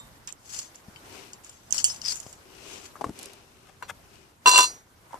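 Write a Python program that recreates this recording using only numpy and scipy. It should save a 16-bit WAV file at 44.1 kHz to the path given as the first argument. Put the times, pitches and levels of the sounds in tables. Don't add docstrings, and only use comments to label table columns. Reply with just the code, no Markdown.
import sys
import numpy as np
from scipy import signal
from scipy.io import wavfile
from scipy.ndimage import uniform_filter1d

SR = 44100
rng = np.random.default_rng(int(sys.argv[2]) if len(sys.argv) > 2 else 0)


def transcribe(u):
    v = np.clip(np.atleast_2d(u).T, -1, 1)
    q = np.round(v * 32767).astype(np.int16)
    wavfile.write(sys.argv[1], SR, q)


N = 228879


def amp(db):
    return 10 ** (np.asarray(db) / 20)


def rms_one(x):
    return x / np.sqrt(np.mean(x ** 2) + 1e-20)


def at_hz(points, hz):
    freqs, values = np.transpose(points)
    return np.interp(np.log(hz), np.log(freqs), values)


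def pan(x, db):
    return np.array([x * amp(db / 2), x * amp(-db / 2)])


def add(out, s, piece):
    at = max(round(s * SR), 0)
    out[:, at:at + piece.shape[1]] += piece[:, :N - at]


def onset(t):
    return np.sin(np.pi / 2 * np.clip(t / 0.0011, 0, 1)) ** 2


def drift(rate_hz):
    r = np.exp(-80 * np.pi * rate_hz / SR)
    slow = signal.lfilter([1], [1, -2 * r, r * r], rng.standard_normal(N // 40 + 2002))[2000:]
    return np.interp(np.arange(N) / 40, np.arange(len(slow)), rms_one(slow))


def band(x, hz, octaves):
    edges = np.clip(hz * 2 ** (np.array([-.5, .5]) * max(octaves, .1)), [20, 30], [19000, 20000])
    return signal.sosfilt(signal.butter(2, edges, "band", fs=SR, output="sos"), x)


def moving_band(x, centre_hz, steps_hz, fall_db):
    return sum(band(x * amp(-fall_db * np.log2(hz / centre_hz) ** 2), hz, 1 / 3) for hz in steps_hz)


def crack(hz, octaves, t60, noise):
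    t = np.arange(noise.shape[-1]) / SR
    burst = band(band(noise * onset(t) * amp(-60 * t / t60), hz, octaves), hz, 2.1 * octaves)
    return burst / np.abs(burst).max()


def strokes(rows, round_top):
    t = np.arange(0, N + 32, 32) / SR
    s, db, rise, fall, *columns = np.transpose(rows)[:, :, None]
    since = t - s
    lengths = np.where(since < 0, -since / rise, since / fall)
    gain = amp(np.maximum(db - 20 * lengths ** round_top, -200))
    total = gain.sum(axis=0)
    blended = [(gain * c).sum(axis=0) / total for c in (since, *columns)]
    return [np.interp(np.arange(N) / SR, t, c) for c in (20 * np.log10(total), *blended)]


# f/Hz, correlation
LIKENESS = [(60, 0.49), (150, 1), (370, 0.7), (930, -0.012), (2310, -0.048), (5770, 0.11), (14400, -0.13)]


def stereo_bands(colour, flicker_db, white):
    together = drift(14)
    for k, hz in enumerate(30 * 2 ** np.arange(0, 9.4, .5)):
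        mid, side = band(white[k % 2], hz, 0.46)
        alike = at_hz(LIKENESS, hz)
        gain = amp(at_hz(colour, hz) + flicker_db * (0.13 * together + drift(23.4)))
        yield hz, gain * (np.sqrt(1 + alike) * mid + np.sqrt(1 - alike) * side * [[1], [-1]])


# t/s, rumble/dB, hiss or halo/dB
BACKGROUND = [(0, -54.5, -52.5), (.4, -62, -58.5), (.6, -58.5, -53.5), (.8, -63.5, -56), (1.1, -56.5, -50),
              (1.6, -63, -58.5), (1.8, -53.5, -50), (2.2, -59, -53), (2.45, -60.5, -56), (2.9, -59, -53.5),
              (3.35, -62.5, -56.5), (3.75, -61.5, -60.5), (3.92, -56.5, -55), (4.4, -64.5, -62.5),
              (4.55, -65, -38.5), (4.7, -54.5, -46.5), (4.85, -65, -61), (5.19, -60, -54.5)]
# f/Hz, relative level/dB
BACKGROUND_COLOUR = [(15, -35), (25, -13.5), (85, -7), (512, -19), (1110, -17), (1800, -25), (2000, -23),
                     (3150, -30), (3500, -27.5), (14800, -33)]


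def background():
    s, *levels_db = np.transpose(BACKGROUND)
    t, parts = np.arange(N) / SR, np.zeros((2, 2, N))
    for hz, noise in stereo_bands(BACKGROUND_COLOUR, 1.5, rng.standard_normal((2, 2, N))):
        parts[int(hz > 250)] += noise
    return sum(amp(np.interp(t, s, db)) * rms_one(part) for db, part in zip(levels_db, parts))


STAND_LAG_S = 0.0001933


def from_stand(x, pan_db):
    late = np.pad(x, (round(STAND_LAG_S * SR), 0))[:len(x)]
    return np.array([late, x]) * pan(1, pan_db)[:, None]


# f/Hz, level/dB, t60/s
FADING_MODES = [(3680, -49.5, 0.29), (7200, -38, 0.08), (1165, -58.5, 0.44)]


def fading_ring():
    out, t = np.zeros((2, N)), np.arange(SR // 4) / SR
    hz, db, t60 = np.transpose(FADING_MODES)[:, :, None]
    modes = amp(db - 60 * t / t60) * np.sin(2 * np.pi * hz * t)
    add(out, 0, from_stand(modes.sum(axis=0), -2.5))
    return out


# f/Hz, relative level/dB, nominal decay time/s (a tap falls 75 dB over it before
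STAND_MODES = [(3047, 0, 0.3), (4560, 0.5, 0.079), (5080, 6.5, 0.057), (5530, 6, 0.039), (5800, -12, 0.16),
               (5980, -10.5, 0.34), (6310, 0, 0.24), (6150, -13, 0.36), (6990, 2, 0.14), (7230, 1, 0.18),
               (7360, -2, 0.093), (7730, -1.5, 0.12), (8100, -10, 0.3), (9100, -12, 0.28), (9900, -23, .12),
               (11100, -14, 0.3), (11500, -11, 0.1), (12900, -24.5, 0.115), (13400, -16, 0.14)]
# t/s, level/dB, crack f/Hz, pan/dB, relative ring level/dB
BLADE_TAPS = [(0.2733, -24.5, 7100, -6.5, -19.5), (0.324, -33, 7040, -23.5, -37),
              (0.5884, -25, 6960, -21.5, -25), (0.756, -37, 6850, -11, -35), (0.959, -40.5, 2470, 13, -9),
              (1.3316, -31, 7230, 5, -18.5), (1.4448, -36, 7040, -9, -27), (1.494, -33.5, 7500, 1, -19),
              (1.7068, -28, 7400, -12.5, -18), (1.724, -14.5, 6650, -25, -37),
              (1.7792, -27.5, 5070, 17, -7.5), (1.842, -1.5, 7560, -5, -17), (2.0154, -25, 5130, 10, -21),
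              (2.049, -28.5, 5070, 18, -32), (2.0597, -20.5, 5360, 6, -33), (2.1223, -27, 5140, 21, -38),
              (2.1552, -28, 7040, -11, -34), (2.2005, -30.5, 7550, -16.5, -25), (2.2644, -41, 5540, 4, -30),
              (2.327, -33, 7200, -3, -23)]


def blade_taps():
    out, t = np.zeros((2, N)), np.arange(SR // 4) / SR
    hz, db, t60 = np.transpose(STAND_MODES)[:, :, None]
    for s, level_db, centre_hz, pan_db, ring_db in BLADE_TAPS:
        uneven, detune = rng.standard_normal((2, *hz.shape))
        noise = rng.standard_normal(SR // 10)
        held_db = 12 * max(-level_db - 8, 0) * t
        near_db = 4 * uneven - 8 * np.log2(hz / centre_hz) ** 2
        swing = onset(t) * amp(db + ring_db + near_db - held_db - 75 * t / t60)
        sound = (swing * np.sin(2 * np.pi * hz * (1 + 0.00377 * detune) * t)).sum(axis=0)
        tick = 1.08 * crack(centre_hz, 0.37, 0.013, noise) + 0.15 * crack(centre_hz, 1.44, 0.045, noise)
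        hollow_body = amp(ring_db) * crack(2967, 0.19, 0.067, noise)
        sound[:len(noise)] += tick + hollow_body
        add(out, s, amp(level_db) * from_stand(sound, pan_db))
    return out


# peak t/s, level/dB, rise/s, fall/s, f/Hz, relative rasp/dB
BLADE_STROKES = [(.279, -49.5, 0.0065, 0.043, 6700, 1.5), (.56, -39, 0.11, 0.12, 6250, -16),
                 (.748, -55.5, 0.0081, 0.06, 6700, -8), (1.44, -54.5, 0.0078, 0.28, 6700, -9),
                 (1.745, -33.5, 0.026, 0.1, 6400, -22.5), (1.788, -36, 0.0078, 0.046, 5370, -17),
                 (1.85, -40.5, 0.0065, 0.17, 6500, -16), (2.07, -40.5, 0.041, 0.056, 5300, -6),
                 (2.118, -32, 0.054, 0.021, 6100, -22.5), (2.16, -46, 0.063, 0.21, 7150, -18),
                 (2.73, -49.5, 0.13, 0.15, 6400, -6.5), (2.86, -50.5, .03, 0.026, 6170, -6)]
SCRAPE_SAG_HZ_PER_S = 1800


def blade_scrape():
    level_db, since, centre_hz, rasp_db = strokes(BLADE_STROKES, round_top=1.43)
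    centre_hz = np.clip(centre_hz - SCRAPE_SAG_HZ_PER_S * since, 3000, 12000)
    slips = rng.standard_normal((2, N)) * amp(3.7 * drift(160) + level_db)
    slips[0] = 1.804 * slips[0] + 0.33 * np.roll(slips[1], round(STAND_LAG_S * SR))
    hiss = 1.74 * moving_band(slips, centre_hz, 3600 * 2 ** np.arange(0, 2, 1 / 3), fall_db=25)
    rasp = slips * amp(rasp_db)
    out = hiss + 2 * band(rasp, 2000, 2.63) + 1.8 * band(rasp, 2850, 0.68)
    for hz, db, t60 in STAND_MODES[1:13]:
        r = amp(-130 / (t60 * SR))
        w = 2 * np.pi * hz / SR
        fed = slips * amp(db - 31.5 - 29 * np.log2(hz / centre_hz) ** 2)
        out += signal.lfilter([0, np.sin(w)], [1, -2 * r * np.cos(w), r * r], fed)
    return out * pan(1, 1.1)[:, None]


# t/s, level/dB, f/Hz, t60/s, pan/dB
KNOCKS = [(0.883, -35.5, 193, 0.017, 5), (2.264, -29, 400, 0.005, 8), (2.955, -35, 1200, 0.024, 7),
          (3.01, -29.5, 850, 0.018, 25.5), (3.016, -21.5, 810, 0.012, -5), (3.042, -16.5, 1080, 0.026, 6),
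          (3.065, -26, 210, 0.03, 1), (3.092, -27, 233, 0.019, 1), (3.824, -23, 1530, 0.011, 8),
          (3.897, -23.5, 1410, 0.013, 6), (5.108, -45.5, 970, 0.035, 12), (5.131, -36, 925, 0.058, -13),
          (5.142, -35, 930, 0.023, 23), (5.151, -39.5, 1010, 0.087, -7)]


def knocks():
    out, t = np.zeros((2, N)), np.arange(SR // 10) / SR
    for s, level_db, hz, t60, pan_db in KNOCKS:
        noise = rng.standard_normal(len(t))
        body = 1.1 * np.sin(2 * np.pi * hz * t) * onset(t) * amp(-60 * t / t60)
        puff = 0.5 * crack(hz / 2, 2.28, t60, noise)
        click = 0.11 * crack(4 * hz, 2.2, 0.04, noise)
        add(out, s, amp(level_db) * pan(body + puff + click, pan_db))
    return out


# peak t/s, level/dB, rise/s, fall/s, pan/dB
SLEEVE_MOVES = [(1.18, -48, 0.17, 0.18, 12.5), (2.74, -47.5, 0.37, 0.2, 11), (3.21, -47, 0.11, 0.23, 7.5),
                (3.68, -62, 0.48, 0.17, 9), (4.19, -59.5, 0.31, 0.19, 12.5)]
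# f/Hz, relative level/dB
CLOTH_COLOUR = [(120, -37), (200, -17), (386, -7.5), (504, -15), (1490, -22), (2830, -20), (6290, -20.5),
                (14000, -40)]
# f/Hz, width/Hz, level of the added band/dB
CLOTH_FOLDS = [(390.7, 67, 2.5), (2620, 1500, -2)]


def sleeves():
    level_db, _, pan_db = strokes(SLEEVE_MOVES, round_top=1.56)
    grains = rng.standard_normal((2, 2, N)) * amp(1.7 * drift(170))
    cloth = sum(noise for _, noise in stereo_bands(CLOTH_COLOUR, 0.76, grains))
    folds = sum(amp(db) * band(cloth, hz, width / hz) for hz, width, db in CLOTH_FOLDS)
    return amp(level_db) * rms_one(cloth + folds) * pan(1, pan_db)


# peak t/s, level/dB, rise/s, fall/s, f/Hz, sag/(Hz/s)
EDGE_SQUEALS = [(1.9, -30, .008, .03, 5244, 100), (2.06, -30, .025, 0.049, 5105, 7060),
                (2.12, -33.5, 0.079, .01, 4600, 8000)]


def edge_squeal():
    level_db, since, hz, sag = strokes(EDGE_SQUEALS, round_top=1.7)
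    hz = np.maximum(hz - sag * since, 0)
    tone = np.sin(2 * np.pi * np.cumsum(hz) / SR)
    slips = rms_one(band(rng.standard_normal(N), 105, 2.4))
    return from_stand(amp(level_db) * slips * tone, 13)


# peak t/s, level/dB, rise/s, fall/s, centre f/Hz
MAT_SCUFFS = [(2.962, -45.5, .006, 0.026, 1100), (3.05, -35, 0.0054, 0.084, 338),
              (3.094, -27, 0.11, 0.0095, 290), (3.69, -49.5, 0.033, .07, 1190),
              (3.815, -44, .012, 0.036, 880), (3.897, -30.5, 0.019, 0.018, 1310),
              (5.12, -42.5, .012, 0.027, 930), (5.16, -47.5, 0.035, 0.035, 960)]


def mat_scuffs():
    level_db, _, centre_hz = strokes(MAT_SCUFFS, round_top=1.84)
    rub = rng.standard_normal(N) * amp(level_db + 4 * drift(60))
    low = 3.05 * moving_band(rub, centre_hz, 125 * 2 ** np.arange(0, 5, 1 / 3), fall_db=6)
    edge = 0.4 * band(rub * centre_hz / 1500, 4500, 1.8)
    return pan(low + edge, 8.8)


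# t/s, level/dB, pan/dB
LEAF_SNAPS = [(3.1894, -30.5, -17), (3.195, -35, -4), (3.2114, -37, 0.5), (3.229, -30.5, -15),
              (3.245, -39, 2.0), (3.257, -28.5, -12), (3.3331, -36.5, -2)]


def leaf_snaps():
    out = np.zeros((2, N))
    for s, level_db, pan_db in LEAF_SNAPS:
        snap = crack(hz=6500, octaves=1.44, t60=0.015, noise=rng.standard_normal(SR // 20))
        add(out, s, 0.82 * amp(level_db) * pan(snap, pan_db))
    return out


# f/Hz, pan/dB, phase lead on the left/rad
LID_MODES = [(380, 3.3, 0.2), (1005, -1.7, -1.2), (1166, 1.1, -0.5), (1225, 3.4, -0.2), (1533, 15.1, -2.4),
             (2412, 3.7, -0.9), (2756, 1.8, -1.2), (3473, 6.9, -2.1), (3522, 7.1, -2.1), (4089, 8.2, 1.7),
             (4540, 0.9, -0.9), (4661, 1.8, -0.9), (5254, 6.9, -2.5), (5750, -1.5, -0.1),
             (6024, -0.4, -0.0), (6515, -0.8, -1.9), (6853, -4.6, -0.2), (7280, -7.1, -0.3),
             (7456, -8.3, 0.8), (7763, -10.3, 1.1), (8312, -10.2, -0.6), (8560, -10.6, -1.1),
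             (9275, -8.0, 2.5), (10850, -3.9, -0.1), (11370, -4.4, 0.2), (12570, -1.6, -2.5)]
LID_DECAYS = [(-21, 0.17, 198), (3.5, 0.32, 1208), (-18, 0.1, 700), (-14, .3, 695), (-9.5, 0.096, 496),
              (-18.5, 0.17, 95), (6.5, 0.25, 915), (-4, 0.21, 591.5), (-5.5, 0.24, 603), (1.5, 0.23, 195),
              (-2.5, 0.22, 144), (-4, 0.45, 186), (-13, 0.26, 96), (0, 0.54, 131), (-13, 0.63, 34.5),
              (-2, 0.87, 30), (-4, .15, 97), (-5.5, 0.24, 104), (-3.5, 0.18, 102), (-11.5, 0.44, 22),
              (-23, 0.17, 35), (-8, 0.29, 20), (-8, 0.46, 16), (-15, 0.19, 20), (-27, .15, 20),
              (-23, .14, 22)]
# t/s, crack/dB, ring/dB, tilt above 1 kHz/(dB/octave)
LID_CONTACTS = [(3.8249, -54, -29, -10), (4.4583, -17.5, -12, -7), (4.4717, -7, -11, -3),
                (4.4912, -4.5, -18, -3), (4.5128, -13, -16, -1.5), (4.534, -15, -18, -1),
                (4.558, -19.5, -19.5, -0.5), (4.5786, 0.5, -12.5, -8), (4.5856, -20, -9.5, -4),
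                (4.605, -7.5, -19, -1), (4.6271, -10, -24.5, 0)]
LID_KEPT, LID_DETUNE = 0.36, 0.0015
SEATED_S, CHATTER_DB = 4.648, 1.5


def lid_rattle():
    out, t = np.zeros((2, N)), np.arange(SR // 3) / SR
    hz, pan_db, lead = np.transpose(LID_MODES)[:, :, None]
    db, t60, damping = np.transpose(LID_DECAYS)[:, :, None]
    damping = np.maximum(damping, 150)
    times = np.array(LID_CONTACTS)[:, 0]
    for s, crack_db, ring_db, tilt_db in LID_CONTACTS:
        later_contacts = np.searchsorted(times[times > s] - s, t).astype(float)
        surviving = LID_KEPT ** uniform_filter1d(later_contacts, size=180)
        damped_s = t if s == times[0] else np.maximum(t + s - SEATED_S, 0)
        uneven, jolt, detune = rng.standard_normal((3, *hz.shape))
        struck_db = ring_db + tilt_db * np.log2(np.maximum(hz / 1000, 1)) + db + 2 * uneven
        swing = onset(t / 1.3) * amp(struck_db - 60 * t / t60 - damping * damped_s) * surviving
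        phase = 2 * np.pi * hz * (t + s + LID_DETUNE * detune * t) + 0.95 * jolt
        sound = (pan(swing, pan_db) * np.sin([phase + lead / 2, phase - lead / 2])).sum(axis=1)
        noise = rng.standard_normal((3, SR // 10))
        noise = noise[:2] + noise[2]
        tick = crack(7500, 0.4, 0.022, noise) + 0.67 * crack(5500, 2.1, 0.1, noise)
        clack = 0.71 * amp(ring_db) * crack(714, 2.5, 0.11, noise)
        sound[:, :SR // 10] += amp(crack_db) * tick * pan(0.67, -7)[:, None] + clack
        add(out, s, sound)
    loose = np.arange(N) < SEATED_S * SR
    return out * amp(CHATTER_DB * drift(90) * loose)


def scatter(blows, level_db=-26.5, t60=0.14, low_hz=200, high_hz=3800):
    t = np.arange(SR // 2) / SR
    tail = band(rng.standard_normal((2, len(t))), np.sqrt(low_hz * high_hz), np.log2(high_hz / low_hz))
    tail *= amp(-60 * t / t60)
    tail /= np.linalg.norm(tail, axis=1, keepdims=True)
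    return amp(level_db) * signal.fftconvolve(blows, tail, axes=1)[:, :N]


def scene():
    blows = fading_ring() + blade_taps() + knocks() + lid_rattle() + leaf_snaps()
    sustained = background() + sleeves() + blade_scrape() + edge_squeal() + mat_scuffs()
    return sustained + blows + scatter(blows)


LIMIT_DB, RECOVERY_DB_PER_S, CUTOFF_HZ = -1, 56.5, 15300


def record(dry):
    ramp = RECOVERY_DB_PER_S * np.arange(N) / SR
    over_db = np.maximum(20 * np.log10(np.abs(dry).max(axis=0) + 1e-9) - LIMIT_DB, 0)
    duck_db = np.maximum.accumulate(over_db + ramp) - ramp
    limited = dry * amp(-uniform_filter1d(duck_db, size=88))
    lowpass = signal.cheby2(12, 60, CUTOFF_HZ, fs=SR, output="sos")
    return np.clip(signal.sosfilt(lowpass, limited), -1, 1)


dry = scene()
out = record(dry)
transcribe(out)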